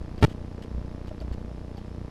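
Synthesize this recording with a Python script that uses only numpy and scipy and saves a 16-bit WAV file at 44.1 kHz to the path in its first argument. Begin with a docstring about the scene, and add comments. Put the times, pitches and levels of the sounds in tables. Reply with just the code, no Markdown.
"""An outdoor camera's own electrical noise is the loudest part: a low flutter of one supply dip per frame,
irregular ticks, a throb and whine tied to the frame rate, spits of resonant hiss, one crackle of three deep dips.
Small animals nudge plastic buckets: a few faint, hollow knocks, each a handful of decaying sine modes.
Low rumble, housing resonances and thin hiss, all filtered noise, lie underneath."""
import sys
import numpy as np
from scipy import signal
from scipy.fft import rfft, irfft
from scipy.io import wavfile

SR = 44100
rng = np.random.default_rng(int(sys.argv[2]) if len(sys.argv) > 2 else 0)


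def unload_wav(signal):
    """Save mono or channel-first audio to the path in sys.argv[1] as 16-bit WAV at rate SR, clipped to [-1, 1]."""
    wavfile.write(
        sys.argv[1],
        SR,
        np.round(np.clip(np.atleast_2d(signal).T, -1, 1) * 32767).astype(np.int16),
    )


N = 92610
T = np.arange(N) / SR
FRAME_HZ, FIRST_FRAME_S = 29.995, 0.0072
TICK_EDGE_S = 0.000097  # smoothing of frame ticks and stray ticks


def from_db(db):
    """Decibels to gain."""
    return 10 ** (np.asarray(db) / 20)


def rms_one(x):
    """Scale to unit power."""
    return x / np.sqrt(np.mean(x ** 2) + 1e-20)


def clicks(times_s, sizes):
    """Single-sample clicks at the given times."""
    at = np.round(np.asarray(times_s) * SR).astype(int)
    inside = (at >= 0) & (at < N)
    weights = (sizes * np.ones(len(at)))[inside]
    return np.bincount(at[inside], weights, N) + 1e-18


def soften(x, seconds):
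    """One-pole smoothing with the given time constant."""
    r = np.exp(-1 / (seconds * SR))
    return signal.lfilter([1 - r], [1, -r], x)


def coloured_noise(spectrum):
    """Steady noise of the given spectrum, falling away above its last point; rms 1."""
    hz, db = np.transpose(spectrum)
    f = np.maximum(np.arange(N // 2 + 1) * SR / N, 1)
    gain = from_db(np.interp(np.log(f), np.log(hz), db))
    gain = gain / np.maximum(f / hz[-1], 1) ** 2
    return rms_one(irfft(rfft(rng.standard_normal(N)) * gain, N))


def resonant_noise(resonances):
    """Noise through two equal band-pass stages per resonance, each band at its own rms level."""
    out = 0
    for hz, width_hz, db in resonances:
        r = np.exp(-np.pi * width_hz / SR)
        section = [1 - r, 0, r - 1, 1, -2 * r * np.cos(2 * np.pi * hz / SR), r * r]
        band = signal.sosfilt([section, section], rng.standard_normal(N))
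        out = out + from_db(db) * rms_one(band)
    return out


def coupling(edges):
    """Voltage steps pass the microphone input's high-pass: each jumps, sags and swings back."""
    corner_hz, q = 78.6, 0.75
    w = 2 * np.pi * corner_hz / SR
    b, a = signal.bilinear([1, 0, 0], [1, w / q, w * w], 1)
    return signal.lfilter(b, a, np.cumsum(edges))


def background(strength_db):
    """Low rumble that swells with the flutter, air coloured by the housing, and hiss."""
    # Spectra. Each row: frequency in Hz, relative density in dB per Hz.
    rumble_spectrum = [(20, 3.5), (35, -5), (60, 0.5), (115, -7.5), (160, -9), (230, -6), (380, -17),
                       (620, -25.5), (1000, -30)]
    hiss_spectrum = [(300, 7.5), (1000, -5.5), (2000, -8), (3200, -7), (5000, -10.5), (8000, -20),
                     (11000, -22), (13000, -28), (15500, -36)]
    # Housing resonances. Each row: frequency in Hz, width of one stage in Hz, level in dB.
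    housing = [(460.3, 117, -59.5), (605.5, 166, -58.5), (810, 190, -65)]
    rumble_base_db, follow_db_per_db, hiss_db = -42.5, 0.64, -57
    rumble_gain = from_db(rumble_base_db + follow_db_per_db * strength_db)
    rumble = rumble_gain * coloured_noise(rumble_spectrum)
    hiss = from_db(hiss_db) * coloured_noise(hiss_spectrum)
    return rumble + resonant_noise(housing) + hiss


def stray_ticks():
    """Irregular electrical ticks: randomly timed decaying pulses of either polarity."""
    rate_per_s, median_db, spread_db, decay_s = 70, -45, 3.5, 0.0003
    born = rng.random(N) < rate_per_s / SR
    level_db = median_db + spread_db * np.clip(rng.standard_normal(N), -2, 2)
    impulses = born * rng.choice([-1, 1], N) * from_db(level_db) + 1e-18
    pulses = soften(impulses, decay_s) * decay_s * SR  # undo the smoothing's peak loss
    return soften(pulses, TICK_EDGE_S)


def throb():
    """Now and then a low hum swells up, two cycles to a frame."""
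    # Swells. Each row: centre in seconds, Gaussian half width (to 1/e) in seconds, peak level in dB.
    throbs = [(0.01, 0.018, -36), (0.483, 0.014, -38), (0.774, 0.031, -29), (1.245, 0.031, -31.5),
              (1.316, .02, -29), (1.50, 0.027, -37.5)]
    crest_delay_s = 0.0078  # after a frame start
    swell = sum(from_db(db) * np.exp(-((T - s) / width_s) ** 2) for s, width_s, db in throbs)
    return swell * np.cos(2 * np.pi * 2 * FRAME_HZ * (T - FIRST_FRAME_S - crest_delay_s))


def whine():
    """Narrow-band noise restarts late in each frame and decays exponentially."""
    # Bands. Each row: frequency in Hz, width of one stage in Hz, level in dB before the decay.
    bands = [(5220, 400, -64.5), (10900, 720, -75)]
    delay_s, decay_s = 0.02, 0.006
    age_s = (T - FIRST_FRAME_S - delay_s) % (1 / FRAME_HZ)
    return np.exp(-age_s / decay_s) * resonant_noise(bands)


def flutter(strength_db):
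    """Every frame steps the supply softly down, more firmly up, and adds a few thin ticks."""
    # Ticks in a frame. Each row: delay in seconds, level in dB, width in seconds, polarity.
    ticks = [(0.0002, -43.5, 0.00056, -1), (0.0058, -37, 0.00026, 1), (0.0199, -37.5, 0.00033, -1)]
    dip_s, fall_s, rise_s = 0.0073, 0.00072, 0.00032
    fall_db, rise_db = -31, -21.5  # step sizes at 0 dB strength
    strength_jitter_db, tick_jitter_db = 0.32, 1.5
    starts_s = FIRST_FRAME_S + np.arange(int(N / SR * FRAME_HZ) + 1) / FRAME_HZ
    frames = len(starts_s)
    frame_db = np.interp(starts_s, T, strength_db)
    size = from_db(frame_db + strength_jitter_db * rng.standard_normal(frames))
    rises = clicks(starts_s + dip_s, size * from_db(rise_db))
    falls = clicks(starts_s, size * from_db(fall_db))
    edges = soften(soften(rises, rise_s), rise_s) - soften(falls, fall_s)
    for delay_s, db, width_s, polarity in ticks:
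        step = np.sign(polarity) * from_db(db + tick_jitter_db * rng.standard_normal(frames))
        pulse = clicks(starts_s + delay_s, step) - clicks(starts_s + delay_s + width_s, step)
        edges = edges + soften(pulse, TICK_EDGE_S)
    return coupling(edges)


def buckets():
    """Each knock pushes a bucket's wall for a few cycles, then its modes ring down briefly."""
    # Knocks. Each row: start in seconds, level in dB, pitch of the hollow in Hz.
    knocks = [(0.118, -34, 157.2), (0.578, -38, 460), (0.642, -36, 452), (1.107, -31.5, 611),
              (1.216, -35, 626), (1.372, -40, 585), (1.776, -38.5, 787)]
    # Modes. Each row: multiple of the pitch, level relative to the knock in dB, t60 in seconds.
    modes = [(1, -2.5, 0.05), (1.24, -21, 0.04), (2.2, -22, .04)]
    contact_s, contact_cycles = 0.0015, 3.6  # added together: length of the push
    out = np.zeros(N)
    for s, db, pitch_hz in knocks:
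        age_s = np.maximum(T - s, 0)
        push_s = contact_cycles / pitch_hz + contact_s
        attack = np.minimum(age_s / push_s, 1)
        for multiple, mode_db, t60_s in modes:
            decay_db = 60 * np.maximum(age_s - push_s, 0) / t60_s
            envelope = attack * from_db(db + mode_db - decay_db)
            out += envelope * np.sin(2 * np.pi * pitch_hz * multiple * age_s)
    return out


def spits():
    """Short flickering bursts of resonant electronic hiss, each opening with a decaying zip."""
    # Spits. Each row: start in seconds, length in seconds, level in dB.
    bursts = [(0.179, 0.022, -57), (0.214, 0.059, -50), (0.286, 0.044, -54.5), (0.622, 0.025, -56),
              (1.071, 0.023, -57), (1.203, 0.022, -57.5), (1.323, 0.02, -57.5), (1.772, 0.02, -57)]
    # Resonances of hiss and zip. Each row: frequency in Hz, width of one stage in Hz, dB re spit level.
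    hiss_tones = [(1480, 1700, -4.5), (3070, 760, -6), (4470, 1900, -10.5), (6570, 1200, -17.5),
                  (8100, 1200, -19), (11000, 3400, -20), (12950, 400, -24)]
    zip_tones = [(4550, 260, 2.5), (11740, 450, -9.5)]
    edge_s, flicker_rms_db, zip_decay_s = 0.0014, 3.5, 0.004
    gate = sum(from_db(db) * ((T > s) & (T < s + length_s)) for s, length_s, db in bursts)
    flicker = rms_one(soften(soften(rng.standard_normal(N), edge_s), edge_s))
    envelope = soften(gate + 1e-18, edge_s) * from_db(flicker_rms_db * flicker)
    zips = sum(from_db(db) * (T > s) * np.exp(-np.abs(T - s) / zip_decay_s) for s, _, db in bursts)
    return envelope * resonant_noise(hiss_tones) + zips * resonant_noise(zip_tones)


def crackle():
    """The supply drops, flicks back at evenly spaced retries, then snaps up again."""
    # Supply dips. Each row: start in seconds, length in seconds, step size in dB.
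    dips = [(0.22596, 0.00638, -4.7), (0.23809, 0.00407, -4.8), (0.24485, 0.00411, -4.6)]
    retry_s = 0.00206  # nominal; each dip is split into a whole number of intervals
    fall_s, rise_s = 0.00017, 0.00006
    spike_s, spike_fall_s, spike_db = 0.000136, 0.000075, -7.5
    start_s, length_s, db = np.transpose(dips)
    depth = from_db(db)
    retries_s = []
    for s, span_s, _ in dips:
        intervals = int(round(span_s / retry_s))
        retries_s.append(np.linspace(s, s + span_s, intervals + 1)[1:-1])
    retries_s = np.concatenate(retries_s)
    # the return step is smaller, so each flick leaves a small rise
    spike_up = soften(clicks(retries_s - spike_s / 2, 0.98), rise_s)
    spike_down = soften(clicks(retries_s + spike_s / 2, 0.77), spike_fall_s)
    rises = soften(clicks(start_s + length_s, depth), rise_s)
    falls = soften(clicks(start_s, depth), fall_s)
    return coupling(rises - falls + from_db(spike_db) * (spike_up - spike_down))


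def scene():
    """Faint buckets under the camera's own noise, in mono."""
    # Flutter strength. Each row: time in seconds, strength in dB.
    flutter_curve = [(0.02, 0.7), (0.08, 0), (0.28, 2.4), (0.48, 0.7), (0.65, -1), (0.78, 3), (0.88, 1.5),
                     (1.08, 1.2), (1.18, -1.5), (1.25, 2), (1.32, 2.5), (1.38, 2), (1.48, 0.6),
                     (1.58, -0.7), (1.68, 0.7), (1.92, -1.5), (1.98, 2.5), (2.08, 0.8)]
    strength_db = np.interp(T, *np.transpose(flutter_curve))
    electronics = stray_ticks() + throb() + whine() + flutter(strength_db) + spits() + crackle()
    return (background(strength_db) + electronics + buckets())[None]


def record(dry):
    """A gentle treble roll-off, then a steep low-pass."""
    rolloff_hz, stopband_hz = 11800, 16900
    dull = signal.sosfilt(signal.butter(2, rolloff_hz, fs=SR, output="sos"), dry)
    return signal.sosfilt(signal.cheby2(10, 50, stopband_hz, fs=SR, output="sos"), dull)


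dry = scene()
out = record(dry)
unload_wav(out)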